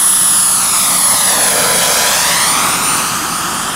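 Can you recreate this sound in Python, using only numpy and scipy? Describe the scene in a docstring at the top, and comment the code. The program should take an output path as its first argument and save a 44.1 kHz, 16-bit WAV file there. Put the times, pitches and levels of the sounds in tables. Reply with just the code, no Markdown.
"""Over a grass field, a large model helicopter with a small turbine flies low past the microphone.
Compressor whine and rotor, shaft and gear tones are sinusoids that sink in pitch on one Doppler clock.
Shaped noise makes wash, roar, jet rush, hiss and fizz; the treble weakens late, as the wash gains on it.
The grass reflection sweeps a comb through rush and tones, and the blades chop the hiss most when near.
A faint breeze rumbles beneath as low-passed noise."""
import sys
import numpy as np
from scipy import signal
from scipy.io import wavfile
from scipy.ndimage import uniform_filter1d

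SR = 44100
rng = np.random.default_rng(int(sys.argv[2]) if len(sys.argv) > 2 else 0)


def put_to_file(sound):
    """Save the sound as 16-bit audio at rate SR, in the file named by the first command-line argument."""
    columns = np.atleast_2d(sound).T  # one column per channel
    safe = np.clip(columns, -1, 1)
    whole_steps = np.round(safe * 32767)
    wavfile.write(sys.argv[1], SR, whole_steps.astype(np.int16))


N = 165375
TIME = np.arange(N) / SR
HOP = 256  # samples between steps of the slow curves


def amp(db):
    """Logarithmic level: decibels to linear amplitude."""
    return 10 ** (np.asarray(db) / 20)


def unit(x):
    """Normalization: scales a signal to rms 1."""
    return x / np.sqrt(np.mean(abs(x) ** 2) + 1e-20)


def curve(table, t, axis=1):
    """Linear interpolation of one column against time."""
    rows = np.array(table)
    return np.interp(t, rows[:, 0], rows[:, axis])


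def spectrum(table, hz, axis=1):
    """Interpolation of one column against logarithmic frequency."""
    rows = np.array(table)
    return np.interp(np.log(hz + 1), np.log(rows[:, 0]), rows[:, axis])


def drift(hz):
    """Low-passed complex Gaussian noise of rms 1, its amplitude halved at hz."""
    f = np.fft.fftfreq(N, 1 / SR)
    white = rng.standard_normal(N) + 1j * rng.standard_normal(N)
    return unit(np.fft.ifft(white / (1 + (f / hz) ** 2)))


# closest moment, and how long the sound takes to turn before and after it (s)
ABEAM_S, APPROACH_S, LEAVE_S = 1.73, 1.53, 1.56


def aspect(t):
    """Source directivity: shares of front, side and rear that face the listener, summing to 1."""
    front = np.clip((ABEAM_S - t) / APPROACH_S, 0, 1)
    rear = np.clip((t - ABEAM_S) / LEAVE_S, 0, 1)
    return np.array([front, 1 - front - rear, rear])


# compressor whine as heard, with its Doppler fall: time_s, pitch_hz
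WHINE_HZ = [(0, 10274), (.5, 10269), (.8, 10240), (1.02, 10218), (1.25, 10155), (1.49, 10055), (1.72, 9925),
            (1.96, 9778), (2.15, 9695), (2.4, 9615), (2.7, 9555), (3.0, 9526), (3.4, 9492), (3.75, 9460)]
REFERENCE_HZ = 10000  # whine pitch at which the machine's other pitches are stated


def doppler_clock():
    """Doppler effect: source time as heard, advancing one second per REFERENCE_HZ whine cycles."""
    pitch_hz = uniform_filter1d(curve(WHINE_HZ, TIME), size=4000, mode="nearest")
    return np.cumsum(pitch_hz) / REFERENCE_HZ / SR


# lag of the ground reflection behind the direct sound: time_s, lag_ms
GROUND_LAG = [(0, 0.47), (.3, 0.52), (.55, 0.6), (.8, 0.75), (1.3, 1.014), (1.55, 1.22), (1.75, 1.23),
              (1.95, 1.241), (2.15, 1.13), (2.4, 0.924), (2.65, 0.76), (2.95, 0.64), (3.35, 0.58),
              (3.75, 0.51)]
# how the turf reflects: frequency_hz, phase_lag_turns (added, at TURF_LAG_MS), comb_depth (0-1)
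TURF = [(201, 0, 1), (457, 0.11, 0.89), (960, 0.081, 0.75), (2270, 0.2, 0.8), (4580, 0.17, 0.65),
        (9000, 0.017, 0.28)]
TURF_LAG_MS = 0.87  # the phase lag grows as the angle gets more grazing
# factor on comb_depth: approaching, abeam, leaving
COMB_BY_ASPECT = [1.09, 1, 0.93]


def ground(hz, t):
    """Two-path interference: gain of the direct sound plus its reflection from soft turf."""
    lag_ms = curve(GROUND_LAG, t)
    path_turns = hz * lag_ms / 1000
    turf_turns = spectrum(TURF, hz) * TURF_LAG_MS / lag_ms
    depth = spectrum(TURF, hz, axis=2) * np.tensordot(COMB_BY_ASPECT, aspect(t), 1)
    return np.sqrt(1 + np.clip(depth, 0, .95) * np.cos(2 * np.pi * (path_turns + turf_turns)))


# spectral shape of the rush before ground and band levels:
# frequency_hz, approaching_db, abeam_db, leaving_db
RUSH = [(20, -24, -47, -15), (70, -31, -23, -26), (109, -17, -18, -14), (170, -18.2, -8.5, -9.5),
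        (256, -17.0, -6, -9.5), (356, -15, -10.5, -9.0), (472, -23, -1.5, -12.6), (592, -7.5, -5, -10),
        (790, -9.5, -11.5, -5.0), (1060, -10, -9, -6.5), (1236, -7.5, -2, -3), (1500, -18.2, -8, -11),
        (1980, -16.5, -4.5, -13), (2470, -20, -10.5, -15.5), (3340, -16, -9, -16.5),
        (5000, -14, -7.5, -17.5), (6400, -14.5, -9.5, -16), (8150, -9, -9.5, -16), (8850, -12, -12.5, -17),
        (10900, -12, -13.1, -20.5), (12900, -16.5, -16.5, -20.5), (15500, -23.4, -21.6, -29.5)]
# nominal band levels before trim: time_s, rotor_wash_db, exhaust_roar_db, jet_rush_db, hiss_db, fizz_db
LEVELS = [(0.0, -40, -23, -25, -20.5, -21), (0.13, -34.5, -24.5, -23.5, -20, -23),
          (0.52, -33.5, -22.5, -26, -19, -23.5), (0.65, -32, -21.5, -24, -18.5, -27),
          (0.71, -31, -23, -25.5, -19.5, -25), (0.75, -39, -19, -22, -17.5, -24),
          (0.81, -31, -24.5, -19.5, -19, -20), (0.83, -33, -21.5, -22.5, -17, -21.5),
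          (1.12, -32, -20.5, -24, -20.5, -23), (1.14, -30, -20.5, -22, -18, -23.5),
          (1.68, -29.5, -16.5, -20.5, -20, -23.5), (2.05, -32, -17, -18.5, -15.5, -24.5),
          (2.26, -30.5, -20.5, -17.5, -16, -26), (2.32, -28.5, -20.5, -15.5, -17, -25.5),
          (2.5, -29, -18, -18.5, -19, -27.5), (2.91, -26, -17.5, -22.5, -21, -28),
          (2.97, -29, -15.5, -23, -19.5, -27), (3.08, -27, -20.5, -24.5, -22, -31),
          (3.68, -30, -19, -27, -25, -34.5), (3.75, -27, -21, -23, -28, -36)]
# band edges in the order of LEVELS: low_hz, high_hz
BANDS_HZ = [(100, 400), (400, 1600), (1600, 4500), (4500, 9000), (11000, 15500)]
# trim added to each band level: trim_db
BAND_TRIM_DB = [-0.61, -0.57, -0.56, -0.57, -0.077]


def rush_shape(hz, t):
    """Directivity and interference: noise spectrum over time, with each band brought to its level."""
    by_side = np.array([spectrum(RUSH, hz, axis=k + 1) for k in range(3)])
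    shape = amp(aspect(t).T @ by_side) * ground(hz, t[:, None])
    gains = []
    for k, (lo, hi) in enumerate(BANDS_HZ):
        power = (shape[:, (hz > lo) & (hz < hi)] ** 2).sum(1)
        gains.append(curve(LEVELS, t, axis=k + 1) + BAND_TRIM_DB[k] - 10 * np.log10(power))
    centers = np.log(BANDS_HZ).mean(1)
    return shape * amp([np.interp(np.log(hz + 1), centers, g) for g in np.array(gains).T])


# stereo spread of the rush: frequency_hz, side_minus_mid_db
WIDTH = [(20, 8), (60, -32), (130, -74), (1000, -85), (2500, -75.5), (5000, -35.5), (9000, -12.5),
         (14000, -21)]
PATCH_DB, SWELL_DB = 1.0, 0.25  # rms unevenness over time and frequency, and over time alone
BLADE_HZ = 43.5  # chop rate at REFERENCE_HZ
CHOP_NEAR, CHOP_FAR = 0.28, .06  # depth added near the pass, and depth always present
CHOP_S, CHOP_WIDTH_S, CHOP_ABOVE_HZ = 1.6, 0.63, 9900


def rush(clock):
    """Turbulence noise with amplitude modulation: combed by the ground, treble chopped by the blades."""
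    hz = np.fft.rfftfreq(1024, 1 / SR)
    t = np.arange(N // HOP + 5) * HOP / SR
    shape = rush_shape(hz, t)
    patches = uniform_filter1d(rng.standard_normal(shape.shape), size=12, axis=0)
    patches = unit(uniform_filter1d(patches, size=16, axis=1))
    swell = unit(uniform_filter1d(rng.standard_normal(len(t)), size=8))[:, None]
    mid_side = (2,) + shape.shape
    noise = rng.standard_normal(mid_side) + 1j * rng.standard_normal(mid_side)
    noise = noise * shape * amp(PATCH_DB * patches + SWELL_DB * swell)
    noise = noise * np.array([np.ones(len(hz)), amp(spectrum(WIDTH, hz))])[:, None]

    def sound(part):
        """Fourier synthesis: overlap-adds the noise frames."""
        wave = signal.istft(part, nperseg=1024, noverlap=768, time_axis=1, freq_axis=2)[1]
        return wave[:, :N] * np.sqrt(1.5)

    treble = 1 - 1 / (1 + (hz / CHOP_ABOVE_HZ) ** 4)
    low, high = sound(noise * (1 - treble)), sound(noise * treble)
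    depth = CHOP_FAR + CHOP_NEAR * np.exp(-((TIME - CHOP_S) / CHOP_WIDTH_S) ** 2)
    return low + high * (1 + depth * np.cos(2 * np.pi * BLADE_HZ * clock))


# whine fading in and out on its way: time_s, level_db (before WHINE_GAIN_DB)
WHINE_DB = [(0, -11), (.55, -12), (.58, -15), (.87, -15.5), (1.11, -11), (1.19, -17), (1.24, -13),
            (1.35, -15.5), (1.38, -17), (1.43, -13.5), (1.67, -19), (1.71, -14.5), (1.97, -21.5),
            (2.02, -29), (2.06, -19), (2.125, -29), (2.17, -18), (2.36, -24), (2.42, -16.5), (2.49, -16),
            (2.6, -21.5), (2.74, -19.5), (2.8, -26.5), (2.88, -15.5), (2.96, -17.5), (3.21, -34),
            (3.27, -27), (3.39, -25), (3.46, -34), (3.52, -28.5), (3.63, -24), (3.75, -27.5)]
WHINE_GAIN_DB, WHINE_SIDE_DB = -1, -21  # overall gain; side relative to mid
FLUTTER_EARLY, FLUTTER_LATE, FLUTTER_HZ = 0.1, 0.18, 22  # rms share of the tone, and noise cutoff
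SKIRT_DB, SKIRT_HZ = -15, 160  # fuzz round the whine, relative to the tone


def whine(clock):
    """Blade-passing tone with random modulation, fluttering more as it crosses the rotor wake."""
    front = aspect(TIME)[0]
    flutter = FLUTTER_EARLY * front + FLUTTER_LATE * (1 - front)
    modulation = 1 + flutter * drift(FLUTTER_HZ) + amp(SKIRT_DB) * drift(SKIRT_HZ)
    tone = modulation * np.exp(2j * np.pi * REFERENCE_HZ * clock)
    tone = np.sqrt(2) * tone * amp(curve(WHINE_DB, TIME) + WHINE_GAIN_DB)
    return np.array([tone.real, amp(WHINE_SIDE_DB) * tone.imag])  # mid, side


TONE_WAVER, ROTOR_WAVER, TONE_WAVER_HZ = 0.52, .15, 7.1  # rms shares of a tone, and noise cutoff


def tones(table, waver, clock):
    """Additive synthesis: wavering sinusoids, each rising and falling in the ground comb."""
    out, facing, t = np.zeros(N), aspect(TIME).T, TIME[::HOP]
    for hz, *db in table:
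        heard_hz = hz * curve(WHINE_HZ, t) / REFERENCE_HZ
        comb = np.interp(TIME, t, unit(ground(heard_hz, t)))
        tone = unit(1 + waver * drift(TONE_WAVER_HZ)) * np.exp(2j * np.pi * hz * clock)
        out += np.sqrt(2) * amp(facing @ np.array(db)) * comb * tone.real
    return out


# rotor tones at REFERENCE_HZ, before the comb: pitch_hz, approaching_db, abeam_db, leaving_db
ROTOR_TONES = [(43.5, -51, -47, -54), (59.5, -56, -47, -51), (87, -50, -46, -44), (181, -38, -37, -40)]


def rotor_tones(clock):
    """Periodic blade loading: low tones of the rotors, with slight waver."""
    return tones(ROTOR_TONES, ROTOR_WAVER, clock)


# turbine shaft tones at REFERENCE_HZ, before the comb: pitch_hz, approaching_db, abeam_db, leaving_db
SHAFT_TONES = [(1651, -40.5, -35.5, -50), (3350, -38, -31.5, -40.5), (5030, -36.5, -36, -40),
               (6710, -31.5, -33, -47), (8470, -35, -38, -46), (11666, -47, -45, -56),
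               (13333, -47, -50, -54)]


def shaft_tones(clock):
    """Rotational periodicity: a spaced series of tones from the turbine shaft."""
    return tones(SHAFT_TONES, TONE_WAVER, clock)


# gear tones at REFERENCE_HZ, before the comb: pitch_hz, approaching_db, abeam_db, leaving_db
GEAR_TONES = [(1013, -49.5, -25.5, -39), (3580, -44, -32, -48), (5800, -49, -47, -51),
              (6420, -41, -31, -40), (7821, -42, -33, -45), (8400, -40, -44, -37), (12300, -58, -54, -47)]


def gear_tones(clock):
    """Tooth meshing: tones of the gears, tied to the turning of the machine."""
    return tones(GEAR_TONES, TONE_WAVER, clock)


WIND_DB, WIND_HZ = -50, 30  # breeze on the microphone: rms level and noise cutoff


def breeze():
    """Partial correlation: faint wind rumble, partly different in the two channels."""
    common = drift(WIND_HZ).real
    return amp(WIND_DB) * unit(np.array([common + .5 * drift(WIND_HZ).real for channel in range(2)]))


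WASH_CUT_HZ = 98  # the rotor wash holds little below this
RIGHT_DB = .2  # gain of the right channel before the breeze


def scene():
    """Superposition: every rotating part runs on one Doppler-shifted clock, summed in mid and side."""
    clock = doppler_clock()
    cut = signal.butter(4, WASH_CUT_HZ, "highpass", fs=SR, output="sos")
    mid, side = signal.sosfilt(cut, rush(clock)) + whine(clock)
    mid = mid + rotor_tones(clock) + shaft_tones(clock) + gear_tones(clock)
    return np.array([mid + side, (mid - side) * amp(RIGHT_DB)]) + breeze()


EDGE_HZ = 15750  # upper band limit


def record(dry):
    """Band limiting: a linear-phase low-pass filter at the recorder's upper edge."""
    lowpass = signal.firwin(511, EDGE_HZ, window=("kaiser", 9), fs=SR)
    return signal.oaconvolve(dry, lowpass[None], "same", axes=1)


dry = scene()
out = record(dry)
put_to_file(out)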